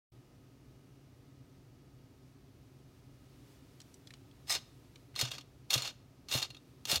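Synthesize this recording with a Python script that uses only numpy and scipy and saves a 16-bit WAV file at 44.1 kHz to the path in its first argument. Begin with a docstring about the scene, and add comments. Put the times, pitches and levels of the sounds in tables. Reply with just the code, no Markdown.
"""A small plastic model engine on a table in a quiet room, heard close up on one microphone.
First there is only room tone: ventilation rumble, fan hum and hiss. From about 2.4 s hands rustle in,
and near 4 s fingers tap the frame as one hand steadies it. From 4.5 s a finger flicks the flywheel
five times, scraping over its ribbed rim while the loose crank and piston rub. From the second flick
on, the joints also clack and each fast stroke ends in a hollow thump."""
import sys
import numpy as np
from scipy import signal
from scipy.fft import rfft, irfft, next_fast_len
from scipy.io import wavfile
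from scipy.ndimage import uniform_filter1d, map_coordinates

SR = 44100
rng = np.random.default_rng(int(sys.argv[2]) if len(sys.argv) > 2 else 0)


def put_to_file(sound):
    """Save the sound as 16-bit audio at rate SR, in the file named by the first command-line argument."""
    columns = np.atleast_2d(sound).T  # one column per channel
    safe = np.clip(columns, -1, 1)
    whole_steps = np.round(safe * 32767)
    wavfile.write(sys.argv[1], SR, whole_steps.astype(np.int16))


N = 308700
TIME = np.arange(N) / SR
RING_SAMPLES = 4096
RING_HZ = np.fft.rfftfreq(RING_SAMPLES, 1 / SR)

# Levels are relative within each table; the functions set each source's place in the mix.
# spectra of ventilation, hiss and rustling skin: (frequency [Hz], level [dB])
RUMBLE_SPECTRUM = [(13, -45), (22, -19), (59, -5), (86, -8), (125, 2), (144, -6.5), (158, -9), (220, -13.5),
                   (273, -3.5), (311, -13), (392, -11.5), (447, -22), (474, -18), (509, -26), (700, -27.5),
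                   (910, -52), (1540, -120)]
HISS_SPECTRUM = [(290, -33), (500, -5), (578, -2.5), (1080, -8), (1280, -8.5), (1480, -11.5), (2650, -12),
                 (2770, -16), (3020, -14), (5800, -15), (7750, -21), (14700, -23.5), (16000, -25.5)]
SKIN_SPECTRUM = [(120, -11), (300, 15.5), (600, 4), (1300, 3), (1800, 1.5), (4000, 1.5), (7000, -3),
                 (16000, -7.5)]
# tones of the fan: (frequency [Hz], level [dB])
FAN_TONES = [(134.6, -65.5), (269.2, -83), (479, -84.5), (585, -88), (1260, -84.5), (2864, -88.5),
             (4581, -93)]
# hands closing in and holding the frame: (time [s], level [dB])
HAND_LEVELS = [(2.4, -81), (3.0, -74), (3.5, -69), (4.3, -73), (4.8, -71.5), (5.5, -78), (6.1, -81),
               (6.7, -74.5)]
# fingers touching the frame: (time [s], peak level [dB], centre [Hz])
FINGER_TAPS = [(3.8028, -40.5, 4550), (3.816, -43, 5370), (3.942, -43, 6460), (4.0717, -42, 3500),
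               (4.1063, -39, 2690), (4.138, -39.5, 3300), (4.313, -51.5, 3480), (4.9581, -43, 3200),
               (5.1433, -50, 2250), (5.1543, -37.5, 3500)]
# the room's reverberation: (frequency [Hz], t60 [s])
ROOM_DECAY = [(200, 0.47), (1000, 0.52), (4000, 0.41), (14000, 0.3)]
# swings of crank and piston, driven by a flick or rolling on after it:
# (time [s], speeding up [s], coasting [s], top level [dB], treble edge [dB])
CRANK_SWINGS = [(4.473, 0.086, 0.017, -35.5, -14), (5.159, 0.061, 0.071, -34.5, -11),
                (5.309, 0.0066, 0.098, -41.5, -9), (5.704, 0.032, 0.068, -32.5, -5),
                (5.808, 0.048, 0.051, -38, -11), (6.288, 0.066, .082, -33.5, -3.5),
                (6.42, .006, .034, -39.5, -13.5), (6.873, 0.055, 0.052, -31, -3.5)]
# resonances of linkage and flywheel: (frequency [Hz], width [Hz], level [dB])
LINK_RESONANCES = [(1225, 29, -6), (2784, 137, 0), (3320, 110, -2), (3720, 24, 3), (4244, 115, 2.5),
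                   (4700, 220, -8), (5200, 97, -7.5), (5550, 630, -9), (6110, 190, -6.5), (6860, 230, -8),
                   (7500, 250, -31), (8400, 270, -14), (8880, 46, -21), (9350, 100, -28.5),
                   (12000, 53, -24), (12100, 38, -27), (13400, 130, -30), (14600, 65, -19)]
WHEEL_RESONANCES = [(750, 150, -10.5), (1195, 38, -5), (1900, 124, -7.5), (2180, 120, -7), (2790, 200, -7),
                    (3710, 130, -3), (3970, 80, -5), (4250, 180, -4), (5100, 85, 4), (5160, 97, 0),
                    (5480, 120, -14), (6320, 140, -2.5), (6900, 100, -11), (7700, 330, -11),
                    (8500, 160, -8), (11600, 400, -18)]
# the bed of dense weak resonances between them: (frequency [Hz], level [dB])
LINK_BED = [(150, -51), (250, -7.5), (802, -4.5), (1060, -9), (1220, -3.5), (1670, -9.5), (2760, -6),
            (3060, -15.5), (3650, 5), (3980, -23), (4340, -11.5), (10700, -14), (14700, -16), (16000, -26)]
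WHEEL_BED = [(200, -30), (400, -19), (700, 1), (1000, -13), (2200, -8.5), (3200, -10), (5100, -4.5),
             (8500, -5.5), (13500, -10.5), (15000, -12), (16000, -20)]
# the finger pushing the rim: (time [s], length [s], level [dB])
RIM_PUSHES = [(4.499, 0.041, -35), (5.196, 0.019, -35.5), (5.735, .013, -35.5), (6.314, 0.028, -43),
              (6.897, 0.027, -36.5)]
# the fingertip snapping past a spoke: (time [s], peak level [dB], favoured resonance [Hz])
SPOKE_SNAPS = [(4.4965, -22, 4100), (4.5025, -19, 2120), (4.5124, -21, 4100), (4.5234, -20.5, 6300),
               (4.5386, -25, 3800), (4.55, -21, 4330), (5.1911, -21.5, 2200), (6.3225, -27, 2220)]
# joints taking up their play: (time [s], peak level [dB], favoured resonance [Hz])
JOINT_CLACKS = [(5.161, -25.5, 4060), (5.2124, -15, 3650), (5.3155, -26.5, 3670), (5.3827, -30.5, 4240),
                (5.4104, -40, 3320), (5.7051, -15.5, 4300), (5.7311, -18, 3630), (5.7392, -11.5, 3740),
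                (5.7776, -22, 4320), (5.8207, -24.5, 6950), (5.8756, -26.5, 4220), (6.286, -33, 4400),
                (6.314, -24.5, 3730), (6.326, -22.5, 3740), (6.3382, -19.5, 3820), (6.386, -24, 6920),
                (6.427, -19.5, 4400), (6.5038, -37, 4300), (6.5468, -40, 2740), (6.567, -41.5, 3780),
                (6.8535, -24, 6300), (6.9149, -16, 4320), (6.9306, -23, 4260), (6.958, -13.5, 4450)]
# the piston's hollow thumps: (time [s], level [dB], boom pitch [Hz], boom t60 [s])
PISTON_THUMPS = [(5.227, -29.5, 124.3, 0.13), (5.758, -28.5, 125, 0.11), (6.351, -25, 128.5, 0.083),
                 (6.928, -27, 146, 0.041), (6.961, -39.5, 80, 0.33)]


def amp(db):
    """Decibels to gain."""
    return 10 ** (np.asarray(db) / 20)


def unit(x):
    """Scale to rms 1."""
    return x / np.sqrt(np.mean(x ** 2) + 1e-20)


def along(points, hz):
    """Read (frequency, value) points on a log frequency axis."""
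    freqs, values = np.transpose(points)
    return np.interp(np.log(hz + 1), np.log(freqs + 1), values)


def wobble(rate):
    """A smooth random curve, rate knots a second."""
    return map_coordinates(rng.standard_normal(int(N * rate / SR) + 4), [TIME * rate])


def filtered(x, response):
    """Filter x by a gain that is a function of frequency."""
    size = next_fast_len(N + SR // 2)
    return irfft(rfft(x, size) * response(np.fft.rfftfreq(size, 1 / SR)), size)[:N]


def noise(spectrum):
    """Noise of rms 1 with the given spectrum."""
    return unit(filtered(rng.standard_normal(N), lambda hz: amp(along(spectrum, hz))))


def room_tone(rumble_db=-59.5, hiss_db=-71.66, hum_trim_db=-1):
    """Behind the table: ventilation rumble, soft hiss and a wavering fan hum."""
    out = amp(rumble_db) * noise(RUMBLE_SPECTRUM) + amp(hiss_db) * noise(HISS_SPECTRUM)
    for hz, db in FAN_TONES:
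        level = amp(db + hum_trim_db + 1.5 * wobble(7))
        out += level * unit(np.sin(2 * np.pi * hz * TIME + 0.8 * wobble(7)))
    return out


def hand_rustle():
    """Skin and sleeves rub faintly as the hands close in and hold the frame."""
    level_db = np.interp(TIME, *np.transpose(HAND_LEVELS)) + 1.1 * wobble(13)
    return amp(level_db) * noise(SKIN_SPECTRUM)


def bell(hz, octaves):
    """A bell curve of height 1 around a frequency."""
    return 1 / (1 + (2 * np.log2((RING_HZ + 1) / hz) / octaves) ** 2)


def contact_spot(depth_db, width_hz=260):
    """Random gain over frequency: each point of contact favours its own share of the resonances."""
    knots = rng.standard_normal(RING_SAMPLES)
    return amp(depth_db * map_coordinates(knots, [RING_HZ / width_hz]))


def impulse_response(gain):
    """The minimum-phase ring, of energy 1, of a part with this gain on RING_HZ."""
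    cepstrum = irfft(np.log(np.maximum(gain, 1e-6)))
    cepstrum[1:RING_SAMPLES // 2] *= 2
    cepstrum[RING_SAMPLES // 2 + 1:] = 0
    response = irfft(np.exp(rfft(cepstrum)))
    return response / np.linalg.norm(response)


def strike(gain, chatter_t60, blow):
    """One blow and its quickly dying chatter ring a part; peak about 1."""
    t = np.arange(RING_SAMPLES) / SR
    force = rng.standard_normal(RING_SAMPLES) * amp(-60 * t / chatter_t60)
    force[0] += blow
    ring = signal.fftconvolve(force, impulse_response(gain))
    loudest_rms = np.sqrt(uniform_filter1d(ring ** 2, size=128).max())
    return ring / loudest_rms / 2.63


def finger_taps(trim_db=-1, soft_hz=9000):
    """Light touches on the frame, each waking one region of the plastic's dense resonances."""
    out = np.zeros(N)
    softness = 1 / np.sqrt(1 + (RING_HZ / soft_hz) ** 4)
    for start, db, hz in FINGER_TAPS:
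        gain = bell(hz, octaves=1.4) * softness * contact_spot(depth_db=3)
        add(out, start, amp(db + trim_db) * strike(gain, chatter_t60=0.027, blow=2.4))
    return out


def add(track, start, sound):
    """Mix a sound in at start seconds."""
    part = track[round(start * SR):][:len(sound)]
    part += sound[:len(part)]


def room_reverb(x, wet_db=-21, delay_s=0.006):
    """The room's answer, faint this close to the engine; each frequency dies at its own speed."""
    hz, t, spectra = signal.stft(rng.standard_normal(SR), SR, nperseg=256)
    decay = amp(-60 * t / along(ROOM_DECAY, hz)[:, None])
    tail = signal.istft(spectra * decay, SR, nperseg=256)[1]
    tail = np.pad(tail / np.linalg.norm(tail), (round(delay_s * SR), 0))
    return amp(wet_db) * signal.fftconvolve(x, tail)[:N]


def plastic(resonances, bed, bed_db):
    """Gain of a plastic part: distinct resonances standing on a bed of dense weak ones."""
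    peaks = sum(amp(db) ** 2 / (1 + (2 * (RING_HZ - hz) / width) ** 2) for hz, width, db in resonances)
    bass_cut = RING_HZ ** 2 / (RING_HZ ** 2 + 220 ** 2)
    return np.sqrt(peaks + amp(along(bed, RING_HZ) + bed_db) ** 2) * bass_cut


def stick_slip(gain, spread_db, slips_per_s=6000, spots=5):
    """Printed ridges catch and slip at random moments, while the contact wanders from spot to spot."""
    out = np.zeros(N)
    for _ in range(spots):
        slips = rng.random(N) < slips_per_s / spots / SR
        sizes = amp(spread_db * np.clip(rng.standard_normal(N), -2, 1)) * rng.choice([-1, 1], N)
        share = amp(6.2 * np.clip(wobble(90), -1, 1))
        ring = impulse_response(gain * contact_spot(depth_db=2.5))
        out += signal.oaconvolve(slips * sizes * share, ring)[:N]
    return unit(out)


def held(start, length, rise_db_per_s, fall_db_per_s):
    """Gain that swells up to start, holds at 1 for length seconds and dies away."""
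    before, after = np.maximum(start - TIME, 0), np.maximum(TIME - start - length, 0)
    return amp(-rise_db_per_s * before - fall_db_per_s * after)


def linkage_rub(trim_db=-1, edge_boost_db=6, edge_hz=8000):
    """Crank and piston rub in their guides: louder with speed, softer and duller as friction brakes."""
    rub = stick_slip(plastic(LINK_RESONANCES, LINK_BED, bed_db=-4.5), spread_db=2.5)
    edge = filtered(rub, lambda hz: 1 - 1 / (1 + (hz / edge_hz) ** 8))
    out = np.zeros(N)
    for start, speed_up, coast, db, edge_db in CRANK_SWINGS:
        # the wheel breaks loose at once and sticks abruptly at the end
        moving = held(start, speed_up + coast, rise_db_per_s=4000, fall_db_per_s=1100)
        speed = held(start + speed_up, 0, rise_db_per_s=227, fall_db_per_s=148)
        dulling = held(start + speed_up, 0, rise_db_per_s=0, fall_db_per_s=110)
        sharpness = amp(edge_db + edge_boost_db) * dulling
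        out += amp(db + trim_db) * moving * speed * (rub - edge + sharpness * edge)
    return out


def flywheel_flicks(snap_trim_db=-2, focus_db=7):
    """The finger grips the ribbed rim, drags over it and slips off, at times snapping past a spoke."""
    wheel = plastic(WHEEL_RESONANCES, WHEEL_BED, bed_db=-11)
    pressure = sum(amp(db) * held(start, length, rise_db_per_s=1000, fall_db_per_s=800)
                   for start, length, db in RIM_PUSHES)
    out = stick_slip(wheel, spread_db=1) * pressure
    for start, db, hz in SPOKE_SNAPS:
        gain = wheel * amp(focus_db * bell(hz, octaves=0.41)) * contact_spot(depth_db=1.5)
        add(out, start, amp(db + snap_trim_db) * strike(gain, chatter_t60=0.039, blow=1))
    return out


def joint_clacks(trim_db=-1, focus_db=9, neutral_db=-24.5):
    """Loose joints knock and chatter as the load on them reverses; harder clacks are brighter."""
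    out = np.zeros(N)
    linkage = plastic(LINK_RESONANCES, LINK_BED, bed_db=-6.5)
    octaves = np.log2(np.maximum(RING_HZ, 1000) / 4000)
    for start, db, hz in JOINT_CLACKS:
        tilt_db_per_octave = max(0.29 * (db - neutral_db), -2)
        focus = amp(focus_db * bell(hz, octaves=0.3))
        gain = linkage * amp(tilt_db_per_octave * octaves) * focus * contact_spot(depth_db=1.5)
        add(out, start, amp(db + trim_db) * strike(gain, chatter_t60=0.035, blow=2.5))
    return out


def piston_thumps(knock_db=-10, knock_hz=580, fall_hz_per_s=45000, knock_s=0.0039,
                  overtone_db=-5, overtone_hz=225, overtone_t60=0.038):
    """The piston's stroke ends in a short hollow knock of falling pitch, then frame and table boom."""
    out, t = np.zeros(N), np.arange(SR // 3) / SR
    lag = t - 2 * knock_s  # time from the middle of the knock
    knock_phase = 2 * np.pi * (knock_hz - fall_hz_per_s * lag / 2) * lag
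    knock = np.exp(-(lag / knock_s) ** 2) * np.sin(knock_phase)
    overtone = amp(overtone_db - 60 * t / overtone_t60) * np.sin(2 * np.pi * overtone_hz * t)
    rise = 1 - np.exp(-t / 0.0025)
    for start, db, hz, t60 in PISTON_THUMPS:
        add(out, start - 2 * knock_s, amp(db + knock_db) * knock)
        boom = amp(-60 * t / t60) * np.sin(2 * np.pi * hz * t)
        add(out, start + 0.0014, -amp(db) * rise * (boom + overtone))
    return out


def scene():
    """At the microphone, in mono: engine and hands close by, the room behind them."""
    engine = flywheel_flicks() + linkage_rub() + joint_clacks() + finger_taps() + piston_thumps()
    return (engine + room_reverb(engine) + hand_rustle() + room_tone())[None]


def record(dry, start_s=0.118, low_hz=32, top_hz=15900):
    """The recorder opens after a moment, sheds the deepest bass and keeps nothing above top_hz."""
    opened = np.clip((TIME - start_s) / 0.003, 0, 1)
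    passband = lambda hz: (1 - 1 / (1 + (hz / low_hz) ** 6)) * (hz < top_hz)
    return filtered(dry[0] * opened, passband)[None]


dry = scene()
out = record(dry)
put_to_file(out)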